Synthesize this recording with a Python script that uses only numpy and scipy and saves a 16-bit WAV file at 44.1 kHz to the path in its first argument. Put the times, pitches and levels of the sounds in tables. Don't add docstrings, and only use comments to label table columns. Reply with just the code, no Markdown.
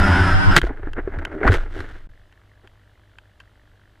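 import sys
import numpy as np
from scipy import signal
from scipy.fft import rfft, irfft
from scipy.io import wavfile
from scipy.ndimage import uniform_filter1d

SR = 44100
rng = np.random.default_rng(int(sys.argv[2]) if len(sys.argv) > 2 else 0)


def unload_wav(signal):
    wavfile.write(
        sys.argv[1],
        SR,
        np.round(np.clip(np.atleast_2d(signal).T, -1, 1) * 32767).astype(np.int16),
    )


N = 176400
T = np.arange(N) / SR
BUZZ_HZ = 50
GRIT = 0.42
HIT_SPAN_S = 0.022

# (frequency [Hz], relative level [dB])
THUD_TONE = [(120, -15), (210, -8), (290, 1.5), (385, 1), (520, -5), (660, -5), (850, -6), (1200, -27),
             (2500, -55), (6000, -86.5)]
SHELL_TONE = [(300, -20), (900, -7.5), (1180, -2.5), (1400, 4), (1600, 3.5), (1800, -0.5), (2100, -4.5),
              (2500, -17.5), (4000, -42), (9000, -77.5)]
CRACK_TONE = [(800, -27.5), (2300, -3.5), (2900, 6), (3700, 3.5), (5200, -5.5), (7000, -10.5), (10000, -15),
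              (15000, -27)]


def amp(db):
    return 10 ** (np.asarray(db) / 20)


def unit(x):
    return x / np.sqrt(np.mean(x ** 2) + 1e-30)


def curve(rows):
    return amp(np.interp(T, *np.array(rows).T))


def colour(x, points):
    hz, db = np.array(points).T
    n = len(x)
    f = np.maximum(np.arange(n // 2 + 1) * SR / n, 1)
    gain = amp(np.interp(np.log(f), np.log(hz), db))
    cepstrum = irfft(np.log(gain), n)
    cepstrum[1:n // 2] *= 2
    cepstrum[n // 2 + 1:] = 0
    return irfft(rfft(x) * np.exp(rfft(cepstrum)), n)


def noise(points):
    return unit(colour(rng.standard_normal(N), points))


def wander(per_s, t=T):
    return np.interp(t * per_s, np.arange(1024), rng.standard_normal(1024))


def phase(hz):
    return 2 * np.pi * np.cumsum(hz) / SR


def buzz_pulses(at_s, half_length_s):
    cycles_away = ((T - at_s) * BUZZ_HZ + .5) % 1 - .5
    return np.exp(-(cycles_away / BUZZ_HZ / half_length_s) ** 2)


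def hiss():
    # (frequency [Hz], relative level [dB])
    hiss_tone = [(15, -23.5), (35, -12), (60, 0), (105, -3), (150, -15), (400, -19), (800, -21.5),
                 (1700, -25), (2450, -29), (3100, -24.5), (5500, -38), (15000, -46)]
    return amp(-58.5) * noise(hiss_tone)


def buzz():
    # (time into the cycle [s], level [dB])
    cycle_ticks = [(0.017, -68.5), (.0035, -78)]
    # (frequency [Hz], level [dB])
    hum_tones = [(50, -60.5), (100, -59), (300, -75), (600, -76.5), (650, -78)]
    pulses = sum(amp(db) * unit(buzz_pulses(at, half_length_s=0.00094)) for at, db in cycle_ticks)
    repeating = np.resize(rng.standard_normal(SR // BUZZ_HZ), N)
    push = repeating + amp(0.5) * rng.standard_normal(N)
    ring = unit(colour(push, SHELL_TONE)) + unit(colour(push, THUD_TONE))
    hum = sum(np.sqrt(2) * amp(db + 1.5 * wander(10)) * np.sin(2 * np.pi * (hz * T + rng.random()))
              for hz, db in hum_tones)
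    return pulses * amp(1.5 * wander(27)) * ring + hum


def chirps():
    pitch_hz = 1700 * (1 + .14 * wander(200))
    pulses = buzz_pulses(at_s=.0165, half_length_s=0.0024)
    return amp(-68.5) * unit(np.sin(phase(pitch_hz)) * pulses * amp(3 * wander(50)))


def ticks():
    # (time [s], level [dB], fade time [s])
    slips = [(0.933, -43, 0.00098), (1.2507, -30.5, 0.0017), (2.325, -59, 0.0012), (2.674, -53.5, 0.00089),
             (3.185, -47, 0.00048), (3.401, -48, 0.0049)]
    # (frequency [Hz], relative level [dB], fade time [s])
    notes = [(983, -1, 0.001), (1588, 4, 0.0015), (1740, 0.5, 0.00089), (2744, 2.5, 0.001),
             (3053, 1.5, 0.001), (4330, -7.5, 0.00021), (6880, -14.5, .0003), (9290, -16.5, 0.00011)]
    out, t = np.zeros(N), T[:2048]
    for start, db, decay in slips:
        push = GRIT * rng.standard_normal(len(t)) * np.exp(-t / decay)
        push[0] += 1
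        ring = 0
        for hz, note_db, fade in notes:
            note = np.sin(2 * np.pi * hz * t) * t * np.exp(-t / fade)
            ring += amp(note_db) * unit(signal.fftconvolve(push, note)[:len(t)])
        i = int(start * SR)
        out[i:i + len(t)] += amp(db) * unit(ring) * np.sqrt(HIT_SPAN_S * SR / len(t))
    return out


def wind():
    # (time [s], level [dB])
    loudness = [(.55, -18.5), (.6, -28.5), (1.25, -29), (1.38, -38), (1.5, -21), (1.6, -31), (1.78, -27),
                (2.1, -44), (2.35, -61.5)]
    # (frequency [Hz], relative level [dB])
    wind_tone = [(10, -12), (20, 13.5), (40, -3.5), (85, -5), (130, -16.5), (200, -38.5), (400, -44),
                 (1500, -85.5)]
    return curve(loudness) * noise(wind_tone)


def groan():
    # (time [s], level [dB])
    loudness = [(1.04, -110), (1.09, -33), (1.24, -44), (1.29, -42), (1.41, -34), (1.47, -110)]
    # (frequency [Hz], relative level [dB], fade time [s])
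    notes = [(300, 0.5, .011), (389.3, -0.5, 0.016), (578, -9, .02)]
    slips_per_s = 75 * np.exp(.25 * wander(90))
    slip_count = np.floor(np.cumsum(slips_per_s) / SR)
    slips = np.diff(slip_count, prepend=0) * amp(6.4 * wander(60))
    ring, t = 0, T[:4096]
    for hz, db, fade in notes:
        note = np.sin(2 * np.pi * hz * t) * np.exp(-t / fade)
        ring += amp(db) * unit(signal.fftconvolve(slips, note)[:N])
    return curve(loudness) * unit(ring)


def grass():
    # (time [s], relative level [dB])
    loudness = [(.6, -55), (.7, -34), (.8, -43.5), (.93, -47.5), (1.15, -36), (1.25, -39.5), (1.56, -30.5),
                (1.66, -44.5), (1.85, -44.5), (2.0, -53.5), (2.2, -82.5)]
    # (middle [s], half length [s], thud [dB], shell [dB], crack [dB])
    scrapes = [(0.572, 0.0084, -17, -16, -20.5), (0.653, 0.021, -38, -38.5, -48.5),
               (0.987, .012, -27, -30.5, -68.5), (1.455, .016, -16.5, -26.5, -50),
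               (1.48, 0.012, -19, -16.5, -39.5), (1.537, 0.02, -22.5, -23.5, -34),
               (1.593, 0.039, -56, -43.5, -54), (1.783, 0.048, -42.5, -43, -52),
               (1.91, 0.072, -70, -50.5, -59.5), (2.654, 0.012, -52, -56.5, -72.5)]
    stalks_per_s = 4000
    stalks = (rng.random(N) < stalks_per_s / SR) * rng.standard_normal(N)
    stalks *= amp(-5.5 * np.minimum(rng.exponential(size=N), 3))
    rustle = curve(loudness) * amp(4.5 * wander(110))
    out = 0
    for k, (tone, db) in enumerate([(THUD_TONE, -3), (SHELL_TONE, -6), (CRACK_TONE, -33.5)]):
        power = (rustle * amp(db)) ** 2
        for middle, half, *levels in scrapes:
            power += amp(levels[k]) ** 2 * np.exp(-((T - middle) / half) ** 2)
        out += np.sqrt(power) * unit(colour(stalks, tone))
    return out


def bounces():
    # (time [s], pitch [Hz], level [dB], fade time [s])
    thumps = [(0.567, 147, -7, 0.012), (0.628, 47, -10, 0.033), (1.177, 82, -16.5, 0.019),
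              (1.457, 49.5, -7.5, 0.048), (1.496, 92.5, 0.5, 0.016), (1.561, 22.7, -13, 0.075),
              (1.794, 85.5, -22.5, 0.013)]
    out = 0
    for start, hz, db, decay in thumps:
        age = np.maximum(T - start, 0)
        envelope = np.exp(-age / decay) * (1 - np.exp(-age / 0.00061))
        out += amp(db) * np.sin(2 * np.pi * hz * age) * envelope
    return out


def blows():
    # (time [s], thud [dB], shell [dB], crack [dB], fade time [s], knock [Hz])
    hits = [(0.5648, -28, -1, -10.5, 0.00094, 375), (.568, -22, -4.5, -15, 0.0013, 373),
            (.5765, -16, -17.5, -16.5, 0.0063, 339), (0.5857, -25.5, -14.5, -34.5, 0.0011, 375),
            (0.6161, -35, -22, -29.5, 0.0015, 375), (.632, -30, -26, -49, 0.0019, 480),
            (0.64, -18.5, -32, -66, 0.0016, 348), (0.667, -29.5, -32, -51, 0.0055, 670),
            (0.693, -30.5, -33.5, -70, 0.0024, 420), (.703, -22.5, -54, -75, 0.0051, 299),
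            (.773, -43.5, -39.5, -66, 0.0015, 425), (.831, -33, -36.5, -84, 0.0022, 425),
            (.871, -25, -33, -76, 0.0025, 314), (1.0745, -18, -35.5, -69, 0.0047, 391),
            (1.187, -32, -29.5, -50.5, 0.0061, 290), (1.413, -19, -32, -67, 0.005, 404),
            (1.431, -30, -17.5, -67, 0.0037, 337), (1.439, -18, -29, -56, .003, 632),
            (1.452, -12.5, -25, -54.5, 0.0038, 272), (1.466, -21, -21, -45.5, 0.0039, 632),
            (1.4775, -29, -10, -36, 0.0027, 502), (1.497, -13, -37, -52, 0.005, 433),
            (1.521, -23, -19, -35, 0.0037, 377), (1.54, -21.5, -23, -31.5, 0.0034, 478),
            (1.763, -28, -48, -60, 0.008, 385), (1.804, -31, -31, -44.5, 0.004, 375)]
    out, t = np.zeros(N), T[:4096]
    click = 1. * (t == 0)
    for start, thud_db, shell_db, crack_db, decay, knock_hz in hits:
        crush = GRIT * rng.standard_normal(len(t)) * np.exp(-t / decay)
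        hollow_knock = np.sin(2 * np.pi * knock_hz * t) * np.exp(-t / 0.0053) * (1 - np.exp(-t / decay))
        thud = unit(unit(colour(crush + click, THUD_TONE)) + amp(4) * unit(hollow_knock))
        shell = unit(colour(crush + click, SHELL_TONE))
        crack = unit(colour(crush + .4 * click, CRACK_TONE))
        ring = amp(thud_db) * thud + amp(shell_db) * shell + amp(crack_db) * crack
        i = int(start * SR)
        out[i:i + len(t)] += ring * np.sqrt(HIT_SPAN_S * SR / len(t))
    return amp(-7) * out


def frame_shake():
    # (time [s], level [dB])
    loudness = [(0, -15), (.06, -21.5), (.135, -9.5), (.175, -25), (.22, -10), (.29, -26.5), (.335, -11),
                (.41, -18.5), (.44, -29), (.48, -4), (.53, -19), (.57, -40)]
    main_hz, second_hz = 89.3, 100.2
    spin = phase(1 + 0.029 * wander(16))
    return curve(loudness) * np.sqrt(2) * (np.sin(main_hz * spin) + amp(-11) * np.sin(second_hz * spin))


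def motor_whine():
    # (frequency [Hz], level [dB])
    tones = [(4958, -53.5), (5012, -52.5), (5227, -56)]
    return sum(np.sqrt(2) * amp(db) * np.sin(phase(hz * (1 + .006 * wander(4.9)))) for hz, db in tones)


def rotors():
    # (speed [turns/s], relative level [dB], speed change [turns/s per s],
    # extra speed-up while trying to pull out of the dive [turns/s per s])
    rotor_settings = [(89.42, -0.5, -9.5, 35.5), (96.28, -4, -13, 30), (99.23, -1.5, -11, 0),
                      (100.34, -4, -22, 110)]
    # (frequency [Hz], relative level [dB])
    flight_tone = [(82, -35), (140, 1.5), (242, -6.5), (294, -2.5), (331, -9.5), (372, -7.5), (435, -19.5),
                   (518, -18.5), (571, -12), (766, -11), (949, -9), (1200, -14.5), (1300, -6.5), (1490, -4),
                   (2470, -21.5), (3060, -21.5), (4530, -34.5), (5090, -23.5), (6070, -41), (9700, -42),
                   (13500, -57.5), (14900, -107)]
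    # (time [s], level [dB])
    loudness = [(0, -17), (.13, -17.5), (.38, -19.5), (.5, -17.5), (.56, -20)]
    blades, t = np.zeros(N), T[:N // 6]
    pulling_s = np.maximum(t - .34, 0)
    snarl_hz = 1420 * (1 + 0.064 * wander(32, t))
    for hz, db, change, pull in rotor_settings:
        speed = (hz + change * t + pull * pulling_s) * (1 + .006 * wander(14, t))
        angle = phase(speed)
        for k in range(2, 130):
            snarl_db = 5.5 * np.exp(-((k * speed - snarl_hz) / 110) ** 2)
            flutter_db = 5.5 * wander(25, t)
            gain = amp(db + snarl_db + flutter_db - 3 * (k % 2))
            blades[:len(t)] += gain * np.sin(k * angle + rng.uniform(0, 2 * np.pi))
    blades = colour(blades, flight_tone)
    blades /= blades[:len(t)].std()
    air = noise([(60, -31.5)] + list(flight_tone)) * amp(-7 + 1.1 * wander(120))
    return curve(loudness) * (blades + air)


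def scene():
    # (frequency [Hz], side level [dB])
    width = [(50, -49.5), (200, -48), (700, -24.5), (2000, -22.5), (5000, -16.5), (12000, -13.5)]
    crash_s, stall_s = .582, 0.0013
    running = np.exp(-np.maximum(T - crash_s, 0) / stall_s)
    flight = running * (rotors() + frame_shake() + motor_whine())
    tumble = blows() + ticks() + grass() + groan() + wind() + bounces()
    mid = flight + tumble + buzz() + hiss() + chirps()
    scatter = rng.standard_normal(256) * np.hanning(256)
    smeared = np.convolve(mid, scatter / np.linalg.norm(scatter))[:N]
    side = colour(smeared, width)
    return np.array([mid + side, mid - side])


def record(dry):
    ceiling, lag_s, dropout_db, top_hz = 0.89, 0.0065, -26.5, 15100
    left, right = ceiling * np.tanh(dry / ceiling)
    lagging = uniform_filter1d(1. * ((T > .348) & (T < .51)), size=64)
    right = (1 - lagging) * right + lagging * np.interp(T - lag_s, T, right)
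    dropout = uniform_filter1d(amp(dropout_db * ((T > 2.072) & (T < 2.091))), size=32)
    treble_cut = signal.ellip(8, .2, 70, top_hz, fs=SR, output="sos")
    return signal.sosfilt(treble_cut, dropout * np.array([left, right]))


dry = scene()
out = record(dry)
unload_wav(out)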